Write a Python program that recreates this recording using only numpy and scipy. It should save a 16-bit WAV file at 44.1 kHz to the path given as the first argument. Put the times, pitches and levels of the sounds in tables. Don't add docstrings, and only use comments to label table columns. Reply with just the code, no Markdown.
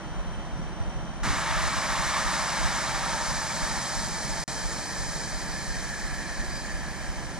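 import sys
import numpy as np
from scipy import signal
from scipy.fft import rfft, irfft, next_fast_len
from scipy.io import wavfile

SR = 44100
rng = np.random.default_rng(int(sys.argv[2]) if len(sys.argv) > 2 else 0)


def unload_audio(sound):
    columns = np.transpose(np.atleast_2d(sound))
    steps = np.round(np.clip(columns, -1, 1) * 32767)
    wavfile.write(sys.argv[1], SR, steps.astype(np.int16))


N = 326222
T = np.arange(N) / SR
SIZE = next_fast_len(N, True)
FREQS = np.arange(SIZE // 2 + 1) * SR / SIZE


def undb(db):
    return 10 ** (np.asarray(db) / 20)


def unit(x):
    return x / np.sqrt(np.mean(x ** 2))


def curves(table):
    seconds, *columns = np.transpose(table)
    return [np.interp(T, seconds, column) for column in columns]


def colour(points):
    hz, db = np.transpose(points)
    return undb(np.interp(np.log(FREQS + 1), np.log(hz), db))


def band(points):
    below = (points[0][0] / (FREQS + 1) / 2) ** 4
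    above = (FREQS / points[-1][0] / 2) ** 4
    return colour(points) / np.sqrt(1 + below + above)


def filtered(x, gain):
    return irfft(rfft(x, SIZE) * gain, SIZE)[:N]


def noise(gain):
    return unit(filtered(rng.standard_normal(N), gain))


def walk(rate_hz):
    return noise(np.exp(-(FREQS / rate_hz) ** 2))


def swell(start, length):
    return np.sin(np.pi * np.clip((T - start) / length, 0, 1))


def sweep(hz):
    return 2 * np.pi * np.cumsum(hz) / SR


VALVE_OPENS_S = 1.23
CRACKED_S, OPENING_S, KNEE_S = 0.21, 0.2, 0.48


def air_level(db, cracked_db, hold_s, fall_db_per_s):
    age = T - VALVE_OPENS_S
    opening = np.clip((age - CRACKED_S) / OPENING_S, 0, 1)
    draining_s = KNEE_S * np.logaddexp(0, (age - hold_s) / KNEE_S)
    return db + cracked_db * (1 - opening) - fall_db_per_s * draining_s


def underframe(x, t60=0.15, echo_db=-10):
    echoes = rng.standard_normal(N) * np.exp(-np.log(1000) * T / t60)
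    echoes = echoes / np.linalg.norm(echoes)
    return filtered(x, 1 + undb(echo_db) * rfft(echoes, SIZE))


PRESSURE_LOW_S = 4.6
SPENDING_CURVE = 1.55
BEST_SONG_START_S, BEST_SONG_LENGTH_S, BEST_SONG_DB = 4.85, 2.9, 2.5
# level in dB,
# change while the valve is only cracked in dB, hold in seconds, fall in dB per second.
ROAR_DISCHARGE = (-30.5, -2, 1.67, 7)
SONG_DISCHARGE = (-38, -2, 0.5, 1.46)
JET_DISCHARGE = (-37, -3.5, 3, 4)
# frequency in Hz, relative density in dB per Hz.
ROAR_COLOUR = [(130, -29), (215, -8.5), (265, -44), (340, -3.5), (430, -44), (500, -10), (600, -4.5),
               (800, -1.5), (1050, -2), (1300, -1), (1520, -3), (1750, -4), (2100, -6), (2700, -13.5),
               (3900, -11), (6000, -48)]
SONG_COLOUR = [(1100, -19), (1500, -9), (1750, 1.5), (2000, -4), (2450, -6.5), (2600, -16.5), (3200, -25),
               (4000, -18)]
JET_COLOUR = [(2500, -21), (3600, -5), (4100, 0.5), (4300, 1.5), (4700, 2), (5500, 2.5), (6600, 1.5),
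              (7700, -1.5), (8600, -2.5), (9800, -9.5), (11700, -16)]
# dB per octave at full pressure, dB per octave at low pressure.
ROAR_SLOPE = (1, -3)
SONG_SLOPE = (0.19, -0.1)
JET_SLOPE = (-2.1, -0.042)
# frequency in Hz, width in Hz,
# lift at full pressure in dB, lift at low pressure in dB.
PIPE_MODES = [(625, 50, 3.5, 8), (790, 50, 1, 5), (900, 46, 5, 9), (989, 22, 2, 5), (1065, 90, 4.5, 2.5),
              (1176, 44, 3.5, 4), (1290, 60, 4, 3), (1522, 30, -2, 7), (1643, 34, 3, 9), (1695, 54, 2.5, 6),
              (1740, 18, 4.5, 8.5), (1824, 34, 3.5, 7), (1855, 28, 5, 7), (1960, 40, 1.5, 4.5),
              (2164, 44, 3.5, 1.5), (2280, 80, 3.5, 2), (2450, 110, -2, 3), (2800, 110, 5.5, -3),
              (3185, 90, 2.5, 11.5), (4135, 110, 1.5, 6.5), (4255, 80, -2, -4.5), (4522, 50, 2.5, 7),
              (4608, 26, 0, 8), (4856, 36, 4, 7), (5060, 110, 1.5, 4)]


def brake_air(flutter_db=0.5, drift_db=0.5):
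    early_pipe_db, late_pipe_db = 0, 0
    for hz, width, early_db, late_db in PIPE_MODES:
        peak = 1 / (1 + np.abs(2 * (FREQS - hz) / width) ** 4)
        early_pipe_db = early_pipe_db + early_db * peak
        late_pipe_db = late_pipe_db + late_db * peak
    octaves = np.log2(np.maximum(FREQS / PIPE_MODES[0][0], 1))
    spent = np.interp(T, [VALVE_OPENS_S, PRESSURE_LOW_S], [0, 1]) ** SPENDING_CURVE
    song_peak_db = BEST_SONG_DB * swell(BEST_SONG_START_S, BEST_SONG_LENGTH_S)
    parts = (
        (ROAR_COLOUR, air_level(*ROAR_DISCHARGE), ROAR_SLOPE),
        (SONG_COLOUR, air_level(*SONG_DISCHARGE) + song_peak_db, SONG_SLOPE),
        (JET_COLOUR, air_level(*JET_DISCHARGE), JET_SLOPE),
    )
    air = 0
    for shape, db, (early_slope, late_slope) in parts:
        fast = noise(band(shape) * undb(early_pipe_db + early_slope * octaves))
        slow = noise(band(shape) * undb(late_pipe_db + late_slope * octaves))
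        blend = np.sqrt(1 - spent) * fast + np.sqrt(spent) * slow
        air = air + blend * undb(db + drift_db * walk(3.7))
    valve = np.clip((T - VALVE_OPENS_S) / 0.005, 0, 1)
    return underframe(valve * air * undb(flutter_db * walk(36)))


def first_gush(db=-35, peak_s=0.046, low_hz=85, high_hz=270):
    age = np.maximum(T - VALVE_OPENS_S, 0) / peak_s
    low_cut = 1 + (low_hz / (FREQS + 1)) ** 8
    high_cut = 1 + (FREQS / high_hz) ** 6
    return undb(db) * age * np.exp(1 - age) * noise(1 / np.sqrt(low_cut * high_cut))


# time in seconds, frequency in Hz, level in dB rms.
HOWL_PATH = [(1.3, 1150, -41), (1.9, 1110, -39), (2.25, 1110, -38), (2.62, 1000, -43), (2.95, 940, -42),
             (4.6, 800, -57)]


def howl(spread_hz=150):
    hz, db = curves(HOWL_PATH)
    core = np.sqrt(2) * undb(db) * walk(spread_hz) * np.sin(sweep(hz))
    return (T > VALVE_OPENS_S) * core


# start in seconds, length in seconds, frequency in Hz, typical peak in dB.
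PIPE_WHISTLES = [(5.1, 2.9, 1739, -48), (5.15, 1.8, 1823, -49), (5.3, 2.3, 1647, -49),
                 (5.5, 1.3, 1717, -49), (5.5, .35, 4150, -51), (5.7, 1.3, 1852, -49), (5.7, 1.2, 4100, -54),
                 (6.1, 1.1, 4608, -54)]


def whistles(waver=0.00201, flicker_db=1.5):
    out = 0
    for start, length, hz, db in PIPE_WHISTLES:
        angle = sweep(hz * (1 + waver * walk(25.5)))
        out = out + swell(start, length) * undb(db + flicker_db * walk(10)) * np.sin(angle)
    return out


FIRST_THUMP_S = 0.188
EASING_DB_PER_S = 0.34
# time in seconds, four-stroke cycles per second.
ENGINE_SPEED = [(0, 2.885), (2.6, 2.89), (3.7, 2.975), (4.4, 2.9), (5.3, 2.89), (6.3, 2.845), (7.4, 2.88)]
CYLINDER_STRENGTH = [1.5, -3, -11, -9, -3, -16, -10, -5, -13, -9, -11, -12, -13, -7, -17, -7]
# frequency in Hz, relative gain in dB.
SILENCER_BOOM = [(17, -24), (26, 1), (32, 5), (46, 4), (60, -4.5), (92, -20)]
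# frequency in Hz, relative density in dB per Hz.
CHUFF_COLOUR = [(35, -10), (80, -7.5), (115, -10), (135, 2.5), (152, -1), (174, 2.5), (192, -1.5),
                (215, 0.5), (255, -8), (340, -6.5), (430, -17), (800, -29)]
CLATTER_COLOUR = [(200, 1), (440, -7.5), (560, 1.5), (850, 0), (1300, -4), (1900, -7), (2600, -18.5),
                  (4000, -18), (5200, -25), (9000, -42)]


def engine(boom_db=-45.5, scatter_db=1.5, chuff_db=-41.5, lope_db=0.9, chuff_lag=0.2, beat_db=0.9,
           clatter_db=-42.0, rattle_db=0.66, wander_db=0.23):
    cylinders = len(CYLINDER_STRENGTH)
    cycle = np.cumsum(curves(ENGINE_SPEED)[0]) / SR
    cycle = cycle - np.interp(FIRST_THUMP_S, T, cycle)
    cylinder = np.floor(cylinders * cycle).astype(int) % cylinders
    fires = np.diff(cylinder, prepend=cylinder[0]) != 0
    pulse_db = np.array(CYLINDER_STRENGTH)[cylinder] + scatter_db * rng.standard_normal(N)
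    easing_db = -EASING_DB_PER_S * T
    throb = unit(filtered(fires * undb(pulse_db), band(SILENCER_BOOM))) * undb(boom_db + easing_db)
    firing = np.cos(2 * np.pi * cylinders * cycle)
    lope = np.cos(2 * np.pi * (cycle - chuff_lag))
    chuff = noise(band(CHUFF_COLOUR)) * undb(chuff_db + easing_db + lope_db * lope + beat_db * firing)
    clatter = noise(band(CLATTER_COLOUR)) * undb(clatter_db + rattle_db * firing + wander_db * walk(10))
    return throb + chuff + clatter


# time in seconds, frequency in Hz, typical level in dB rms.
FAN_RUN_UP = [(2.6, 58, -69), (3.2, 61, -59), (5, 63, -69), (5.6, 67, -56.5), (6.7, 69, -52)]


def fan(waver_db=2):
    hz, db = curves(FAN_RUN_UP)
    return np.sqrt(2) * undb(db + waver_db * walk(4.8)) * np.sin(sweep(hz))


# time in seconds, frequency in Hz, level in dB rms.
BLOWER_RUN_DOWN = [(0, 1386, -60), (4.3, 1375, -59), (5.7, 1340, -60)]


def blower(waver=0.00165, flicker_db=2):
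    hz, db = curves(BLOWER_RUN_DOWN)
    angle = sweep(hz * (1 + waver * walk(19.4)))
    return np.sqrt(2) * undb(db) * unit(undb(flicker_db * walk(7.9))) * np.sin(angle)


# start in seconds, length in seconds,
# first frequency in Hz, last frequency in Hz, peak in dB.
BRAKE_SQUEAKS = [(2.6, 1.8, 935, 918, -46), (2.82, .26, 3870, 3870, -48), (3.4, 2.7, 460, 455, -52),
                 (4.95, .9, 4855, 4855, -50), (6.48, .16, 4860, 4860, -43), (6.63, .1, 6720, 6720, -52),
                 (7.11, .13, 6950, 6100, -53)]


def squeaks(waver=0.00142):
    out = 0
    for start, length, first_hz, last_hz, db in BRAKE_SQUEAKS:
        left = 1 - np.clip((T - start) / length, 0, 1)
        hz = last_hz + (first_hz - last_hz) * left ** 2
        tone = np.sin(sweep(hz * (1 + waver * walk(140))))
        out = out + undb(db) * swell(start, length) * tone
    return out


# frequency in Hz, level alike in both channels in dB rms,
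# level opposed in the channels in dB rms.
MOTOR_WHINE = [(904, -70, -61), (990, -61, -63), (1040, -61, -74), (2675, -76, -62), (2772, -74, -66),
               (3025, -72, -64), (3122, -61, -59.5), (5797, -67, -66), (5883, -64, -63), (8817, -71, -70)]
# frequency in Hz, relative density in dB per Hz.
HISS_COLOUR = [(100, 10), (500, 12.5), (1500, -10), (3000, 7), (5000, -5), (5850, 9), (7200, -0.5),
               (9000, 3), (10200, -7), (12000, -22)]


def motor(waver=0.00088, flicker_db=3.0, fade_db=0.6, hiss_mid_db=-59, hiss_side_db=-56,
          turn_hz=50, repeat=0.32):
    turns = 1 / (1 - repeat * np.exp(-2j * np.pi * FREQS / turn_hz))
    hiss_gain = band(HISS_COLOUR) * turns
    out = np.array([undb(db) * noise(hiss_gain) for db in (hiss_mid_db, hiss_side_db)])
    for hz, mid_db, side_db in MOTOR_WHINE:
        angle = sweep(hz * (1 + waver * walk(39.0)))
        tone = np.array([undb(mid_db) * np.sin(angle), undb(side_db) * np.cos(angle)])
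        flicker = unit(undb(flicker_db * walk(43) + fade_db * walk(1.3)))
        out = out + np.sqrt(2) * tone * flicker
    return out


# start in seconds, length in seconds, centre in Hz, peak in dB.
WIND_PUFFS = [(0.771, 0.078, 95, -20.5), (1.255, .11, 70, -23), (1.485, 0.059, 85, -25),
              (1.587, .12, 80, -22), (1.76, .045, 85, -23), (2.628, 0.055, 55, -20)]


def wind(spread=0.32):
    out = 0
    for start, length, hz, db in WIND_PUFFS:
        resonance = 1 / (1 + ((FREQS / hz - 1) / spread) ** 2)
        bump = swell(start, length) * noise(resonance)
        out = out + undb(db) * bump / np.abs(bump).max()
    return out


def yard(x, t60=0.83):
    echoes = rfft(rng.standard_normal(N) * np.exp(-np.log(1000) * T / t60), SIZE)
    return filtered(x, echoes / np.abs(echoes))


# frequency in Hz, gain in dB.
DIRECT_WIDTH = [(32, 15), (46, 11), (72, 9), (100, 6), (135, -4), (200, -9), (400, -17), (1000, -18),
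                (2000, -15), (4000, -10), (5500, -3), (7000, 0), (11500, 3)]
SCATTERED_WIDTH = [(30, -8), (90, -2), (160, -7), (400, -10), (700, -17), (2000, -17), (4000, -16),
                   (8000, -8), (11500, -6)]
# frequency in Hz, left minus right in dB.
LEFT_BALANCE = [(60, -1), (130, -3.2), (260, -1), (600, -.5), (4000, .2), (8000, -.6)]
# time in seconds, left minus right in dB.
TURN_DRIFT = [(1.5, 0), (7, -.7)]


def scene():
    air = brake_air() + first_gush() + howl() + whistles()
    train = air + engine() + fan() + blower() + squeaks()
    motor_mid, motor_side = motor()
    mid = train + motor_mid
    direct_side = filtered(train, -1j * colour(DIRECT_WIDTH))
    scattered_side = filtered(yard(train), colour(SCATTERED_WIDTH))
    side = direct_side + scattered_side + motor_side + wind()
    lean = np.sqrt(colour(LEFT_BALANCE))
    turn = undb(curves(TURN_DRIFT)[0] / 2)
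    return np.array([filtered(mid + side, lean) * turn, filtered(mid - side, 1 / lean) / turn])


DIP_S = (4.439, 4.478)


def record(dry):
    live = (T < DIP_S[0]) | (T > DIP_S[1])
    gated = dry * np.maximum(live, undb(-50))
    top_cut = signal.ellip(10, 0.2, 70, 11750, fs=SR, output="sos")
    return signal.sosfilt(top_cut, gated)


dry = scene()
out = record(dry)
unload_audio(out)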